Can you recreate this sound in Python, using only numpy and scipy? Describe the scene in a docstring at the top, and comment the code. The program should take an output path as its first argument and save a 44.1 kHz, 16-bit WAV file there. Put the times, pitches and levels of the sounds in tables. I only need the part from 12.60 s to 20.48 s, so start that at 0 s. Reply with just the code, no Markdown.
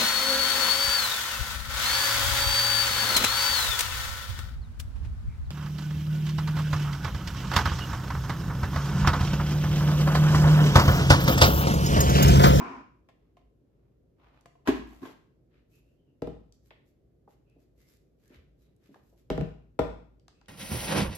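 """A hard-walled kitchen, two microphones side by side, close to a blender on a stone counter.
On the right the motor rattles to a stop and the full plastic pitcher is twisted free with a clunk.
A little to the left it is set down, turned over and set down again, booming in the cabinet below.
Hands tap and rub on the plastic; the room rings after every knock, over a low steady hum."""
import sys
import numpy as np
from scipy import signal
from scipy.fft import rfft, irfft, next_fast_len
from scipy.io import wavfile

SR = 44100
rng = np.random.default_rng(int(sys.argv[2]) if len(sys.argv) > 2 else 0)


def store_pcm(level_fs):
    """Save levels as 16-bit WAV."""
    pcm = np.round(np.clip(level_fs, -1, 1) * 32767).astype(np.int16)
    wavfile.write(sys.argv[1], SR, np.atleast_2d(pcm).T)


N = 347640

# The pitcher knocking free of the base. Each row: start in seconds, ring in dB, contact cut-off in Hz,
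# crack in dB, crack t60 in seconds, left minus right in dB.
UNSEAT_KNOCKS = [(2.0738, -28.5, 1790, -24, .04, 3.5), (2.0795, -35, 1490, -29.5, 0.046, -6.5),
                 (2.0838, -12.5, 520, -27, 0.11, 0), (2.0915, -23.5, 500, -50, 0.088, 3.5),
                 (2.325, -50.5, 500, -58.5, 0.076, 7), (2.418, -40.5, 450, -56, 0.091, 4),
                 (2.429, -35, 700, -56, 0.26, -3), (2.452, -41, 1470, -48.5, 0.17, 4)]
# The loose coupling ticking in its seat. Each row reads as for the knocks above.
SEAT_TICKS = [(.4875, -54, 2960, -56.5, 0.086, 0), (.769, -51.5, 1996, -61, 0.087, 0.0024),
              (.815, -62, 1100, -74, 0.025, 0.0039), (1.8575, -48, 2500, -50.5, 0.038, 0),
              (1.953, -51.5, 1300, -66.5, 0.04, 0.0015)]
# The pitcher on the counter. Each row: the same six, then cabinet boom in dB, cabinet drum in dB.
COUNTER_KNOCKS = [(3.6204, -17.5, 440, -39, 0.027, 2.5, -40.5, -51),
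                  (3.672, -23, 447, -43.5, 0.02, 1, -42.5, -39.5),
                  (6.7012, -18.5, 650, -26, 0.02, 0.5, -21.5, -25),
                  (6.7092, -9.5, 200, -42.5, 0.06, 3, -33, -32),
                  (6.7771, -19, 684, -38.5, 0.024, -0.5, -30.5, -25.5),
                  (6.8106, -23.5, 677, -36, 0.013, 2.5, -37.5, -29),
                  (7.1909, -11, 950, -27.5, 0.037, 1.5, -32.5, -34)]
# How base, seat and pitcher ring. Each row: frequency in Hz, level in dB, t60 in seconds.
BASE_MODES = [(55, -23.5, .6), (252, 1, 0.069), (322, -1, 0.086), (379, -3, 0.08), (430, -11, 0.18),
              (715, -7, .045), (780, -17.5, 0.043), (1052, 0, 0.0607), (1169.5, -12, .04),
              (1500, -6, 0.035), (1655, -7, 0.15), (2150, -17, .03), (2700, -13, 0.046), (3560, -18.5, .03)]
SEAT_MODES = [(696, -1, 0.065), (1050, -0.5, 0.035), (2820, -10, .02)]
PITCHER_MODES = [(100, -15, 0.051), (166, -11, 0.055), (238.2, -14, 0.082), (294, -7, 0.048),
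                 (415.4, -4, 0.044), (474, -4.5, 0.066), (633, -8.5, 0.072), (715, -4.5, 0.017),
                 (810.4, -7.5, 0.041), (1020, -9, 0.029), (1170, -11.5, 0.027), (1390, -2, 0.017),
                 (1920, -8, 0.021), (2250, -19.5, .025), (2910, -34.5, .02)]
# The motor housing's resonances. Each row: centre in Hz, width in Hz, level in dB.
HOUSING_MODES = [(264, 38, 0.5), (327, 94, -3), (738, 220, -10), (1013, 65, 2), (1400, 22, -10.5),
                 (2290, 330, -19.5)]
# The collar twisting and dragging out of its seat, and hands sliding on plastic.
# Each row: middle in seconds, length in seconds, scuff in dB, hiss in dB.
COLLAR_STROKES = [(.64, .24, -83.5, -115), (1.21, .45, -86, -115), (1.655, .19, -65.5, -103),
                  (1.76, .2, -67, -102), (1.99, .16, -84, -110), (2.085, .07, -42, -66),
                  (2.14, .18, -53.5, -70), (2.34, 0.24, -66.5, -73), (2.45, 0.098, -54.5, -66),
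                  (2.5, .09, -57, -69.5)]
HAND_STROKES = [(2.96, 0.15, -75, -104), (3.15, .15, -83.5, -74.5), (3.3, 0.21, -92, -90),
                (3.948, 0.039, -95, -80), (4.07, .11, -85, -78), (4.285, 0.083, -95, -80),
                (4.715, 0.094, -79, -78.5), (4.93, .2, -89, -104), (5.02, 0.096, -85.5, -81.5),
                (5.215, 0.14, -81, -75.5), (5.31, 0.16, -77.5, -70.5), (5.66, 0.2, -81.5, -79.5),
                (5.745, .13, -66.5, -80.5), (6.025, 0.13, -89, -80.5), (6.07, .16, -86, -100),
                (6.255, 0.13, -76, -79.5), (6.35, 0.14, -78, -80), (6.48, 0.22, -89.5, -80),
                (6.595, 0.087, -81.5, -77)]
# Palm and fingers on lid and wall. Each row: start in seconds, level in dB, centre in Hz, t60 in seconds.
PATS = [(4.106, -49, 1900, .04), (4.108, -49.5, 586, 0.053), (4.676, -43.5, 548, 0.041),
        (4.96, -61, 330, 0.24), (5.7, -57, 300, 0.44), (5.754, -48.5, 63.6, 0.22), (6.29, -53.5, 258, 0.21),
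        (6.3429, -49.5, 1060, 0.029), (6.358, -47, 497, 0.029), (6.525, -60.5, 403, 0.14),
        (7.681, -49.5, 910, 0.025), (7.814, -54.5, 900, 0.027)]
# Nails and a ring on the plastic. Each row: start in seconds, level in dB, centre in Hz.
NAIL_TICKS = [(1.81, -58.5, 7250), (1.859, -54, 6555), (2.274, -60, 8950), (2.292, -66, 7950),
              (3.924, -53, 5400), (4.898, -65, 6950), (5.37, -62, 8900), (5.679, -58.5, 7500),
              (6.164, -67.5, 9140), (6.24, -67.5, 5000), (6.3447, -61, 4480), (7.597, -63, 4090),
              (7.6812, -47.5, 4670), (7.813, -54.5, 3500), (7.859, -56, 3330)]
# Fingertips rasping. Each row: start in seconds, length in seconds, pitch in Hz, level in dB.
SQUEAKS = [(3.108, 0.099, 2600, -75), (3.258, .08, 2720, -85), (3.352, .1, 3080, -89.5),
           (3.452, .077, 2820, -87), (4.848, 0.12, 2580, -82), (5.17, 0.13, 2070, -78.5),
           (5.26, 0.052, 5230, -78), (5.622, 0.17, 1700, -79), (5.71, 0.044, 2360, -71.5),
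           (5.975, .15, 3870, -88.5), (7.714, .15, 2590, -81.5)]
# The kitchen's reverberation. Each row: band centre in Hz, t60 in seconds, level in dB.
ROOM_BANDS = [(59, 1, -2), (160.6, .62, -1.5), (400, 0.41, -4.5), (1100, .5, -4.5), (2880, 0.5, -1),
              (7600, 0.48, -5), (14200, 0.38, -9)]
# Tone curves of the noises. Each row: frequency in Hz, relative level in dB.
CRACK_COLOUR = [(150, -6), (700, 6), (1400, -5.5), (2200, -6), (3600, -13), (5500, -20.5), (8000, -24),
                (12500, -28), (16000, -28.5)]
RATTLE_COLOUR = [(100, -24.5), (500, -1), (1200, 21), (2500, 7.5), (4000, 1), (5500, -1), (7500, -13),
                 (13000, -26)]
COLLAR_COLOUR = [(200, -6), (450, -1.5), (750, 3), (1050, 3), (1600, -6.5), (2600, -9), (4000, -17),
                 (8000, -35)]
HAND_COLOUR = [(300, -7), (800, -5), (1300, 2.5), (1900, 1), (2600, -0.5), (4000, -7.5), (8000, -27.5)]
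HISS_COLOUR = [(2000, -20.5), (4500, -2), (7000, -0.5), (10000, -3), (12500, 4), (15000, -13)]
HUM_COLOUR = [(25, -23.5), (38, -10), (54, 8.5), (78, -7.5), (105, -0.5), (145, -0.5), (205, -9.5),
              (260, -6), (400, -8.5), (600, -18), (900, -34), (2600, -43.5), (7500, -49.5), (15000, -48.5)]

BOOM, DRUM = (54, 0.72, .012), (154, 0.4, 0.008)  # cabinet modes: pitch in Hz, t60 and rise in seconds
STOP_S, TEETH_PER_S, RATTLE_DB, RATTLE_POWER = .26, 160, -36.5, 1.13
MOTOR_HZ, MOTOR_SAG_HZ_PER_S, MOTOR_DB, MOTOR_HOLD_S, MOTOR_T60_S = 251, 420, -37, 0.022, .06
SNAGS_PER_S, SNAG_DB, SNAG_S, STROKE_POWER = 35, 7, .0015, 1.5
SQUEAK_WIDTH_HZ = 240
BASE_SEND_DB, COUNTER_SEND_DB, HANDS_SEND_DB = -0.9, 1, 0.07  # into the room
HUM_DB = -64.5


def knocks(rows, modes, click_share, detune, press_s):
    """Blows ring an object's modes, a soft contact mainly the low ones; the shell adds a short crack."""
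    out, t = np.zeros((2, N)), clock(.3)
    for start, ring_db, contact_hz, crack_db, crack_t60, pan_db, *_ in rows:
        ring = 0
        for k, (hz, db, t60) in enumerate(modes):
            pitch = hz * (1 + detune * rng.standard_normal())  # each blow lands on a different spot
            # high modes reach the two microphones out of step
            skew = np.minimum(hz / 700, 1.3) * rng.standard_normal() * np.array([[.5], [-.5]])
            # neighbouring modes start in opposite directions
            gain = (-1) ** k * undb(db) / np.hypot(1, (hz / contact_hz) ** 2)
            ring = ring + gain * fade(t, t60) * np.sin(2 * np.pi * pitch * t + skew)
        ring = ring * (1 - np.exp(-t / press_s))
        crack = unit(colour(air(len(t), alike_hz=1418), CRACK_COLOUR))
        crack *= (fade(t, crack_t60) + click_share * fade(t, 0.0031)) * (1 - np.exp(-t / 0.00013))
        add(out, start, (undb(ring_db) * ring + undb(crack_db) * crack) * pan(pan_db))
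    return out


def cabinet_boom():
    """Knocks on the counter swell two low cabinet modes; each new blow takes over from the last."""
    out, t = np.zeros((2, N)), clock(1)
    now = np.arange(N) / SR
    for start, *_, pan_db, boom_db, drum_db in COUNTER_KNOCKS:
        swell = 0
        for (hz, t60, rise), db in ((BOOM, boom_db), (DRUM, drum_db)):
            # crowded, better damped panel modes beat against the main one
            panels = resonate(air(len(t), alike_hz=250), hz, hz / 2)
            panels = unit(resonate(panels, hz, hz / 2)) * fade(t, 0.49)
            envelope = undb(db) * fade(t, t60) * (1 - np.exp(-t / rise))
            swell = swell + envelope * (np.sin(2 * np.pi * hz * t) + panels)
        out *= np.exp(-np.maximum(now - start, 0) / 0.011)
        add(out, start, pan(pan_db) * swell)
    return out


def motor_run_down():
    """The motor's hum sinks away; coupling teeth chatter ever slower and softer through the housing."""
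    out, t = np.zeros((2, N)), clock(0.37)
    speed = np.clip(1 - t / STOP_S, 0, 1)
    teeth_passed = np.cumsum(TEETH_PER_S * speed) / SR
    force = undb(0.65 * rng.standard_normal(size=100))[teeth_passed.astype(int)]
    chatter = air(len(t), alike_hz=900) * (0.97 + force * np.exp(-(teeth_passed % 1) / 0.087))
    housing = sum(undb(db) * resonate(chatter, hz, width) for hz, width, db in HOUSING_MODES)
    housing = unit(butterworth(housing, 3000, "low", order=2))
    clatter = undb(-8) * unit(colour(chatter, RATTLE_COLOUR))
    rattle = (housing + clatter) * undb(RATTLE_DB) * speed ** RATTLE_POWER
    hum = np.sin(2 * np.pi * np.cumsum(MOTOR_HZ - MOTOR_SAG_HZ_PER_S * t) / SR)
    hum *= undb(MOTOR_DB) * fade(np.maximum(t - MOTOR_HOLD_S, 0), MOTOR_T60_S)
    add(out, 0, rattle + hum)
    return out


def rubbing(strokes, scuff_colour):
    """A surface sticks and slips on plastic: a grainy scuff and a fine hiss swell with its speed."""
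    out = np.zeros((2, N))
    for middle, length, scuff_db, hiss_db in strokes:
        t = clock(length)
        speed = np.sin(np.pi * t / length)
        grip = undb(2.5 * rng.standard_normal(len(t) // 64 + 1))[np.arange(len(t)) // 64]
        snags = rng.random(len(t)) < SNAGS_PER_S / SR
        crackle = signal.lfilter([1], [1, -np.exp(-1 / (SNAG_S * SR))], snags)
        grains = air(len(t)) * (grip + undb(SNAG_DB) * crackle)
        scuff = unit(colour(grains, scuff_colour)) * undb(scuff_db)
        hiss = unit(colour(grains, HISS_COLOUR)) * undb(hiss_db)
        add(out, middle - length / 2, (scuff + hiss) * speed ** STROKE_POWER)
    return out


def taps():
    """Dull pats of the palm and sharp ticks of nails and ring."""
    out = np.zeros((2, N))
    for start, db, hz, t60 in PATS:
        add(out, start, undb(db) * touch(hz, width_hz=0.69 * hz, t60=t60))
    for start, db, hz in NAIL_TICKS:
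        add(out, start, undb(db) * touch(hz, width_hz=.85 * hz, t60=.01))
    return out


def touch(hz, width_hz, t60):
    """One touch on the plastic: a brief burst in one broad resonance."""
    t = clock(.25)
    burst = resonate(air(len(t), alike_hz=1339), hz, width_hz)
    burst = resonate(burst, hz, 2 * width_hz) + .05 * burst
    # soft flesh takes about a cycle to press home and leaves out what lies far above
    burst = butterworth(burst, min(hz + 2 * width_hz, SR * .45), "low", order=4)
    return unit(burst) * fade(t, t60) * (1 - np.exp(-2 * t * hz))


def squeaks():
    """Stick-slip of a fingertip gathers round one thin, rough pitch."""
    out = np.zeros((2, N))
    for start, length, hz, db in SQUEAKS:
        t = clock(length)
        rasp = resonate(air(len(t)), hz, SQUEAK_WIDTH_HZ)
        rasp = unit(resonate(rasp, hz, 2 * SQUEAK_WIDTH_HZ))
        add(out, start, undb(db) * np.sin(np.pi * t / length) * rasp)
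    return out


def kitchen_reverb(x):
    """Dense reflections from nearby cupboards and walls, each band dying at its own rate."""
    t = clock(.9)
    hz, t60s, db = np.transpose(ROOM_BANDS)
    spectrum = rfft(air(len(t), alike_hz=260))
    log_f = np.log(np.maximum(np.fft.rfftfreq(len(t), 1 / SR), 1))
    onset = np.clip((t - .003) / 0.0027, 0, 1)
    tail = 0
    for band, t60, gain in zip(np.eye(len(hz)), t60s, undb(db)):
        reflections = irfft(spectrum * np.interp(log_f, np.log(hz), band), len(t))
        envelope = fade(t, t60) * onset
        tail = tail + gain * reflections * envelope / np.linalg.norm(envelope)
    return signal.fftconvolve(x, tail, axes=1)[:, :N]


def room_hum():
    """Room tone: a low steady hum of noise behind everything."""
    return undb(HUM_DB) * unit(colour(air(N, alike_hz=500), HUM_COLOUR))


def air(size, alike_hz=600):
    """Noise at two close microphones: alike in the bass, unrelated in the treble."""
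    mid, side = rng.standard_normal((2, size))
    side = butterworth(side, alike_hz, "high", order=1)
    return np.array([mid + side, mid - side]) / np.sqrt(2)


def far_mic_delay(x, channel, samples):
    """Sound from one side reaches the far microphone late; channel 0 is the left."""
    out = x.copy()
    out[channel] = np.pad(x[channel], (samples, 0))[:N]
    return out


def pan(left_minus_right_db):
    """Gains at the left and right microphones."""
    return undb(np.array([[.5], [-.5]]) * left_minus_right_db)


def colour(x, points):
    """Filter by a smooth (Hz, dB) curve."""
    hz, db = np.transpose(points)
    size = next_fast_len(x.shape[-1])
    f = np.maximum(np.fft.rfftfreq(size, 1 / SR), 1)
    gain = undb(np.interp(np.log(f), np.log(hz), db))
    return irfft(rfft(x, size) * gain, size)[..., :x.shape[-1]]


def resonate(x, hz, width_hz):
    """Two-pole resonance, gain 1 at its centre."""
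    return signal.lfilter(*signal.iirpeak(min(hz, SR * .45), hz / min(width_hz, SR / 4), fs=SR), x)


def butterworth(x, hz, kind, order):
    """Low-pass or high-pass filter."""
    return signal.sosfilt(signal.butter(order, hz, kind, fs=SR, output="sos"), x)


def undb(db):
    """Decibels to amplitude."""
    return 10 ** (np.asarray(db) / 20)


def clock(length):
    """Sample times over a length in seconds."""
    return np.arange(int(length * SR)) / SR


def unit(x):
    """Scale to an RMS of 1."""
    return x / np.sqrt(np.mean(x ** 2))


def fade(t, t60):
    """Decay by 60 dB in t60 seconds."""
    return np.exp(-np.log(1000) * t / t60)


def add(out, start, sound):
    """Mix a sound in at a time in seconds."""
    i = max(int(start * SR), 0)
    out[:, i:i + sound.shape[-1]] += sound[..., :N - i]


def scene():
    """From the microphones: the base to the right, pitcher and hands a little left, the room around."""
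    base = knocks(UNSEAT_KNOCKS, BASE_MODES, click_share=.3, detune=0.013, press_s=0.00024)
    base += motor_run_down()
    base += knocks(SEAT_TICKS, SEAT_MODES, click_share=1.0, detune=0.0044, press_s=.002)
    base += rubbing(COLLAR_STROKES, COLLAR_COLOUR)
    counter = knocks(COUNTER_KNOCKS, PITCHER_MODES, click_share=0.57, detune=0.02, press_s=0.00067)
    hands = taps() + squeaks() + rubbing(HAND_STROKES, HAND_COLOUR)
    direct = far_mic_delay(base, channel=0, samples=5)
    direct += far_mic_delay(counter + hands, channel=1, samples=2)
    send = undb(BASE_SEND_DB) * base + undb(COUNTER_SEND_DB) * counter + undb(HANDS_SEND_DB) * hands
    room = kitchen_reverb(send) + room_hum()
    return direct + cabinet_boom() + room


def record(dry):
    """The deepest bass is rolled off, a narrow band near 9 kHz is missing, and the top is cut."""
    heard = dry - resonate(dry, 9100, width_hz=1700)
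    heard = butterworth(heard, 40, "high", order=5)
    heard = butterworth(heard, 13800, "low", order=8)
    return signal.sosfilt(signal.ellip(8, .2, 70, 15700, fs=SR, output="sos"), heard)


dry = scene()
out = record(dry)
store_pcm(out)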